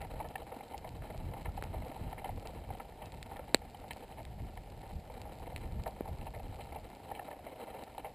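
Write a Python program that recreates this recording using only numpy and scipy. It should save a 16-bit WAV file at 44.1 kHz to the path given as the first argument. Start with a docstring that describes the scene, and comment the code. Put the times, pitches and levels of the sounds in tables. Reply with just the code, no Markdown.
"""A lobe of lava pushes against its cooling crust, close by in the open air. From the start the crust gives way
in small crunches and glassy flakes tick off, while wind rumbles in swells on the microphone. A plate snaps at
1.6 s, another, the loudest, at 3.5 s, and two more at 5.6 and 6.0 s. After 7 s the wind drops and the crunching
goes on. Throughout, each sample is held at a low rate, which mirrors the crackle into a gritty treble."""
import sys
import numpy as np
from scipy import signal
from scipy.fft import rfft, irfft, next_fast_len
from scipy.io import wavfile
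from scipy.ndimage import uniform_filter1d

SR = 44100
rng = np.random.default_rng(int(sys.argv[2]) if len(sys.argv) > 2 else 0)


def dump(signal):
    """Clip the signal to [-1, 1] and save it as 16-bit WAV at the path in sys.argv[1]."""
    limited = np.clip(np.atleast_2d(signal).T, -1, 1)
    pcm = np.round(limited * 32767).astype(np.int16)
    wavfile.write(sys.argv[1], SR, pcm)


N = 358974
TIME = np.arange(N) / SR

# spectra of outdoor hush, wind rumble and recorder hiss: (frequency [Hz], relative density [dB])
AIR_SPECTRUM = [(30, -7), (100, 7.5), (230, 1), (400, 4), (800, 7), (1100, -14), (1600, -11.5), (2400, -10),
                (3400, -14.5), (4200, -15.5), (5000, -17.5), (6000, -25)]
RUMBLE_SPECTRUM = [(15, -19), (28, -2.5), (48, 1), (75, -1), (120, -5.5), (180, -10.5), (260, -19.5),
                   (400, -27), (800, -56.5), (2000, -63.5)]
HISS_SPECTRUM = [(30, 13.5), (100, -4.5), (250, 15.5), (420, 0.5), (750, -29), (1100, -12), (2000, -10),
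                 (5000, 3.5), (7500, -5.5), (10000, -32), (16000, -57)]
# slow swell of the breeze: (time [s], relative level [dB])
BREEZE_SWELL = [(0.0, -46), (0.65, -56.5), (0.95, -47), (1.2, -47.5), (1.7, -44), (1.92, -51.5),
                (2.55, -49), (2.95, -53), (3.2, -50.5), (3.7, -53.5), (4.1, -52.5), (4.3, -45.5),
                (4.65, -50.5), (5.45, -48.5), (5.74, -42), (5.97, -49), (6.6, -48.5), (7.35, -58),
                (8.14, -56.5)]
# single buffets on the microphone: (time of peak [s], relative level [dB])
WIND_BUFFETS = [(0.16, -44.5), (1.27, -40.5), (1.48, -42), (1.8, -39.5), (2.049, -38.5), (2.35, -40),
                (2.71, -45.5), (3.17, -47), (4.43, -40.5), (4.96, -41.5), (5.79, -40.5), (6.11, -43.5),
                (6.22, -45.5), (6.5, -44)]
# fine crackle of the creeping crust: (time [s], level [dB])
CREEP_LEVEL = [(0.0, -52), (0.88, -54), (1.81, -52), (2.97, -56), (3.22, -53), (4.65, -57.5), (5.46, -52.5),
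               (5.94, -55.5), (7.75, -52), (8.14, -56.5)]
# modes of flakes, hollow slab and brittle edges: (frequency [Hz], bandwidth [Hz], relative gain [dB])
FLAKE_RESONANCES = [(2510, 1020, -8), (4000, 1210, -7)]
BODY_RESONANCES = [(262.4, 150, -3.5), (506.5, 112, -0.5), (627.7, 122, -1), (777, 133, 0.5),
                   (873, 89, -4.5)]
EDGE_RESONANCES = [(1323, 132, 1), (1788, 123, 0.2), (2136, 243, 0.5), (2282, 114, -3), (2676, 210, -3.5),
                   (3020, 270, -3.5), (3973, 320, -5.5)]
# the louder flakes springing off: (time [s], relative level [dB])
FLAKE_TICKS = [(0.0183, -57), (0.2874, -60), (0.7793, -53), (0.8912, -57.5), (1.1771, -59.5), (1.5724, -65),
               (1.638, -54.5), (2.3975, -62), (2.4727, -51.5), (3.0589, -59), (3.1211, -58), (3.2282, -50),
               (3.3688, -57.5), (3.556, -61), (3.5684, -61), (3.933, -55.5), (3.97, -63), (4.0078, -61.5),
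               (4.252, -55.5), (5.2165, -54.5), (5.8368, -56), (5.878, -57), (6.5583, -64), (6.9503, -63),
               (7.8375, -57.5)]
# plates breaking: (time [s], thump level before low-pass [dB], thump frequency [Hz],
# crack level [dB], crack frequency [Hz], click level [dB])
PLATE_SNAPS = [(1.6245, -32.5, 393, -30.5, 1540, -47), (3.5456, -12, 388, -13.5, 1960, -10),
               (5.5620, -38, 500, -30.5, 2330, -38.5), (6.0080, -24, 304, -45, 2100, -66)]
# the louder crunches: (time [s], nominal length [s], body level [dB], body pitch [Hz],
# edge level [dB], edge pitch [Hz])
LOUD_CRUNCHES = [(0.014, 0.019, -46, 745, -50.5, 2030), (0.202, 0.0072, -38, 880, -51, 2100),
                 (0.245, 0.016, -43, 660, -55, 1390), (0.356, 0.0027, -36.5, 660, -39.5, 2130),
                 (0.518, 0.016, -42, 754, -57, 1600), (0.608, 0.0066, -45.5, 726, -54, 2300),
                 (0.744, 0.014, -40, 834, -54.5, 2240), (0.846, .018, -43.5, 790, -54, 1900),
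                 (1.02, 0.0069, -53, 715, -54.5, 1590), (1.101, 0.0064, -46, 670, -60, 1590),
                 (1.336, 0.0069, -44.5, 810, -52.5, 2100), (1.367, .012, -46, 760, -64, 2000),
                 (1.456, 0.0062, -42.5, 804, -45.5, 1890), (1.574, 0.0099, -43, 760, -57, 1700),
                 (1.638, .005, -45, 790, -50.5, 1790), (1.743, 0.0023, -39.5, 546, -65, 1800),
                 (1.823, 0.069, -50, 640, -56.5, 2200), (1.916, .005, -43.5, 774, -56, 1800),
                 (2.129, 0.0013, -39, 680, -50.5, 1690), (2.18, 0.016, -46.5, 780, -50, 2130),
                 (2.245, 0.013, -36, 695, -47, 2160), (2.292, 0.01, -38, 756, -54, 2100),
                 (2.456, 0.01, -46.5, 706, -55, 2700), (2.705, 0.0025, -38.5, 790, -58, 2000),
                 (2.799, 0.0069, -41.5, 780, -48, 1400), (3.018, 0.048, -46, 770, -55, 2520),
                 (3.36, 0.022, -45.5, 700, -55, 1810), (3.393, 0.0057, -41, 570, -53, 2000),
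                 (3.747, 0.0079, -46.5, 770, -56, 2800), (3.841, 0.016, -46.5, 760, -61, 1500),
                 (3.908, 0.0071, -42.5, 810, -40.5, 2760), (4.183, 0.02, -47.5, 640, -57.5, 2100),
                 (4.574, 0.0049, -45, 676, -51.5, 2150), (4.831, .011, -48, 730, -64, 1700),
                 (5.255, .02, -46.5, 680, -63, 1800), (5.402, 0.007, -48, 770, -72, 2300),
                 (5.861, 0.019, -36, 675, -47, 1680), (6.058, 0.005, -41.5, 760, -66, 1500),
                 (6.076, .022, -44.5, 567, -61, 2200), (6.212, .01, -47.5, 700, -53, 2320),
                 (6.269, 0.0098, -41, 660, -53, 2570), (6.339, 0.026, -45.5, 537, -53, 2090),
                 (6.4, 0.0035, -43, 746, -63, 2200), (6.608, .011, -48, 730, -50.5, 3260),
                 (6.723, 0.0025, -45.5, 610, -52, 1900), (6.76, 0.021, -41.5, 790, -56, 2200),
                 (7.116, .003, -36, 715, -53, 1700), (7.15, 0.012, -47, 770, -49, 2800),
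                 (7.193, 0.0054, -40.5, 680, -46.5, 1770), (7.284, .005, -42, 800, -57, 1500),
                 (7.313, .003, -44, 820, -51, 1800), (7.33, .011, -45, 650, -58, 2000),
                 (7.467, 0.013, -41, 604, -54, 1970), (7.624, 0.016, -44, 505, -62, 2200),
                 (7.745, 0.032, -42.5, 540, -57.5, 2100), (7.981, 0.003, -38, 746, -50, 3400),
                 (8.047, 0.022, -39.5, 720, -50.5, 1990)]


def from_db(db):
    """Amplitude grows tenfold for every 20 dB."""
    return 10 ** (np.asarray(db) / 20)


def unit_rms(x):
    """Normalisation to rms 1."""
    return x / np.sqrt(np.mean(x ** 2) + 1e-20)


def unit_peak(x):
    """Normalisation to peak 1."""
    return x / (np.abs(x).max() + 1e-20)


def unit_burst(x):
    """Normalisation to rms 1 over the loudest 10 ms."""
    return x / np.sqrt(uniform_filter1d(x ** 2, 440).max() + 1e-20)


def curve(rows, times=TIME):
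    """Linear interpolation between (time, value) rows."""
    return np.interp(times, *np.transpose(rows))


def drift(per_s):
    """Random modulation: straight lines join per_s standard normal values a second."""
    return np.interp(TIME * per_s, np.arange(4000), rng.standard_normal(4000))


def noise(spectrum):
    """Spectral shaping colours white noise; the result has rms 1."""
    hz, db = np.transpose(spectrum)
    size = next_fast_len(N, real=True)
    bin_hz = np.arange(size // 2 + 1) * SR / size
    gain = from_db(np.interp(np.log(bin_hz + 1e-3), np.log(hz), db))
    return unit_rms(irfft(rfft(rng.standard_normal(size)) * gain, size)[:N])


def add(out, start_s, sound):
    """Superposition: a sound adds to the mix from start_s on."""
    at = int(np.clip(round(start_s * SR), 0, N - 1))
    out[at:at + len(sound)] += sound[:N - at]


def resonate(x, hz, width_hz):
    """A resonator passes a steep-sided band around its natural frequency."""
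    low = np.hypot(hz, width_hz / 2) - width_hz / 2
    band = [low, min(low + width_hz, SR / 2 - 1)]
    return signal.sosfilt(signal.butter(2, band, "band", fs=SR, output="sos"), x + 1e-18)


def pop(hz, width_hz):
    """Impulse response of one resonance, with peak 1."""
    return unit_peak(resonate(signal.unit_impulse(1500), hz, width_hz))


def strike(clicks, modes, vary_db, weight=lambda hz: 1):
    """Modal excitation: every click drives each mode with a random strength of its own."""
    out, hit = 0, clicks != 0
    for hz, width_hz, db in modes:
        force = clicks * weight(hz)
        force[hit] *= from_db(db + vary_db * rng.standard_normal(hit.sum()))
        out = out + resonate(force, hz, width_hz)
    return out


def outdoor_hush(level_db=-58):
    """Stationary noise forms the ambient floor of the open air."""
    return from_db(level_db) * noise(AIR_SPECTRUM)


def wind(gain_db=1.08, calm_db=-58, flutter_db=1.9, buffet_s=0.029):
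    """Turbulence rumbles on the microphone; the fluttering breeze and brief buffets add in power."""
    eddies = noise(RUMBLE_SPECTRUM)
    even_rumble = eddies / np.sqrt(uniform_filter1d(eddies ** 2, 5000))
    power = from_db(curve(BREEZE_SWELL) + flutter_db * drift(per_s=14)) ** 2
    for peak_s, db in WIND_BUFFETS:
        power += from_db(db) ** 2 * np.exp(-((TIME - peak_s) / buffet_s) ** 2)
    gust = from_db(gain_db) * np.sqrt(power)
    calm_fade = gust ** 2 / (gust ** 2 + from_db(calm_db) ** 2)   # in a calm the eddies die out
    return gust * even_rumble * calm_fade


def frying_skin(level_db=-72, per_s=240, size_db=7):
    """Shot noise: specks of glassy skin spring off the cooling lobe at independent instants."""
    released = rng.random(N) < per_s / SR
    size = np.minimum(rng.exponential(1, N), 3)
    clicks = released * rng.choice([-1, 1], N) * from_db(size_db * size)
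    return from_db(level_db) * unit_rms(strike(clicks, FLAKE_RESONANCES, vary_db=1.5))


def creep_crackle(per_s=900, clump_db=5.5, size_db=5.0, body_db=-0.13, edge_db=-11):
    """Acoustic emission: tiny fractures come in clumps and excite the modes of the creeping crust."""
    fractures = rng.random(N) < per_s / SR
    clumping_db = clump_db * np.minimum(drift(per_s=85), 1)
    polarity = rng.choice([-1, 1], N)
    size = np.minimum(rng.exponential(1, N), 2)
    clicks = fractures * polarity * from_db(size_db * size + clumping_db)
    body = from_db(body_db) * unit_rms(strike(clicks, BODY_RESONANCES, vary_db=3.5))
    edge = from_db(edge_db) * unit_rms(strike(clicks, EDGE_RESONANCES, vary_db=3.0))
    return from_db(curve(CREEP_LEVEL)) * (body + edge)


def flake_ticks(gain_db=17.0, pitch_spread=0.14):
    """Damped free vibration: each thin flake rings for about a millisecond at a pitch of its own."""
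    out = np.zeros(N)
    tunings = np.exp(pitch_spread * rng.standard_normal(len(FLAKE_TICKS)))
    for (start_s, db), tuning in zip(FLAKE_TICKS, tunings):
        flake = sum(from_db(mode_db) * pop(hz * tuning, width) for hz, width, mode_db in FLAKE_RESONANCES)
        add(out, start_s, from_db(db + gain_db) * unit_peak(flake))
    return out


def slip_runs(lengths_s, per_s, first_slip, samples=3600):
    """Power-law relaxation: a first fracture sets off a dying run of small slips, one row per length."""
    shape = (len(lengths_s), samples)
    age_s = np.arange(samples) / SR
    slips = rng.standard_normal(shape) * (rng.random(shape) < per_s / SR)
    slips[:, 0] = first_slip
    return slips / (1 + (age_s / np.maximum(lengths_s, .001)[:, None]) ** 2) ** 2


def plate_snaps(splinter_db=-16, grit_db=-20, grit_s=0.011):
    """Impulsive radiation: a breaking plate shoves the air, with a crack and glassy click; grit follows."""
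    out = np.zeros(N)
    click = pop(hz=4150, width_hz=720) + from_db(splinter_db) * pop(hz=5500, width_hz=800)
    lowpass = signal.butter(2, 950, fs=SR, output="sos")
    slips = slip_runs(np.full(len(PLATE_SNAPS), grit_s), per_s=3400, first_slip=1)
    grits = strike(slips, FLAKE_RESONANCES[:1], vary_db=0)
    for (start_s, thump_db, thump_hz, crack_db, crack_hz, click_db), grit in zip(PLATE_SNAPS, grits):
        thump = from_db(thump_db) * signal.sosfilt(lowpass, pop(thump_hz, width_hz=1.29 * thump_hz))
        crack = from_db(crack_db) * pop(crack_hz, width_hz=950)
        add(out, start_s, from_db(click_db) * click - thump - crack)
        add(out, start_s, from_db(crack_db + grit_db) * unit_peak(grit))
    return out


def small_crunches(per_s=8.5, vary_db=2.5, count=120):
    """Strain builds and releases at uneven intervals, louder with creep; rows are as in LOUD_CRUNCHES."""
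    scatter = rng.standard_normal((count, 5))
    start_s = np.cumsum(rng.gamma(3, 1 / 3, count)) / per_s
    start_s = start_s[start_s < TIME[-1]]
    length_dev, body_dev, body_pitch_dev, edge_dev, edge_pitch_dev = scatter[:len(start_s)].T
    creep_db = curve(CREEP_LEVEL, start_s)
    length_s = 0.0054 * np.exp(0.34 * length_dev)
    body_db = creep_db + 3.5 + vary_db * body_dev
    body_hz = 720 * np.exp(0.1 * body_pitch_dev)
    edge_db = creep_db - 7 + vary_db * edge_dev
    edge_hz = 2430 * np.exp(0.34 * edge_pitch_dev)
    return np.column_stack([start_s, length_s, body_db, body_hz, edge_db, edge_hz])


def ring_crust(starts_s, slips, modes, levels_db, pitches_hz, db_per_octave=12.5):
    """Selective excitation: a crunch drives a mode less the farther it lies from the crunch's pitch."""
    rings = strike(slips, modes, vary_db=5.0,
                   weight=lambda hz: from_db(-db_per_octave * np.abs(np.log2(hz / pitches_hz)))[:, None])
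    out = np.zeros(N)
    for start_s, db, ring in zip(starts_s, levels_db, rings):
        add(out, start_s, from_db(db) * unit_burst(ring))
    return out


def crust_crunches(body_stretch=1.62, edge_stretch=1.28, body_lead_s=0.00138, edge_lead_s=0.00026):
    """Brittle fracture excites resonance: as the crust gives way, its slab rings hollow, its edges bright."""
    start_s, length_s, body_db, body_hz, edge_db, edge_hz = np.vstack([LOUD_CRUNCHES, small_crunches()]).T
    body_slips = slip_runs(length_s * body_stretch, per_s=1000, first_slip=2.26)
    edge_slips = slip_runs(length_s * edge_stretch, per_s=1000, first_slip=2.94)
    # narrow resonances build slowly, so their slips lead a little
    body = ring_crust(start_s - body_lead_s, body_slips, BODY_RESONANCES, body_db, body_hz)
    edge = ring_crust(start_s - edge_lead_s, edge_slips, EDGE_RESONANCES, edge_db, edge_hz)
    return body + edge


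def scene():
    """Superposition of lava, wind and outdoor hush, alike in both channels."""
    lava = crust_crunches() + creep_crackle() + flake_ticks() + frying_skin() + plate_snaps()
    mono = lava + wind() + outdoor_hush()
    return np.array([mono, mono])


def record(dry, hold_hz=12000, cutoff_hz=15200, hiss_db=-79):
    """A zero-order hold mirrors the spectrum around the hold rate; each channel adds a faint hiss."""
    coarse = signal.resample_poly(dry, hold_hz, SR, axis=1)
    staircase = np.repeat(coarse, 4, axis=1)
    held = signal.resample_poly(staircase, SR, 4 * hold_hz, axis=1)[:, :N]
    hiss = from_db(hiss_db) * np.array([noise(HISS_SPECTRUM), noise(HISS_SPECTRUM)])
    lowpass = signal.ellip(10, .1, 80, cutoff_hz, fs=SR, output="sos")
    return signal.sosfilt(lowpass, held + hiss)


dry = scene()
out = record(dry)
dump(out)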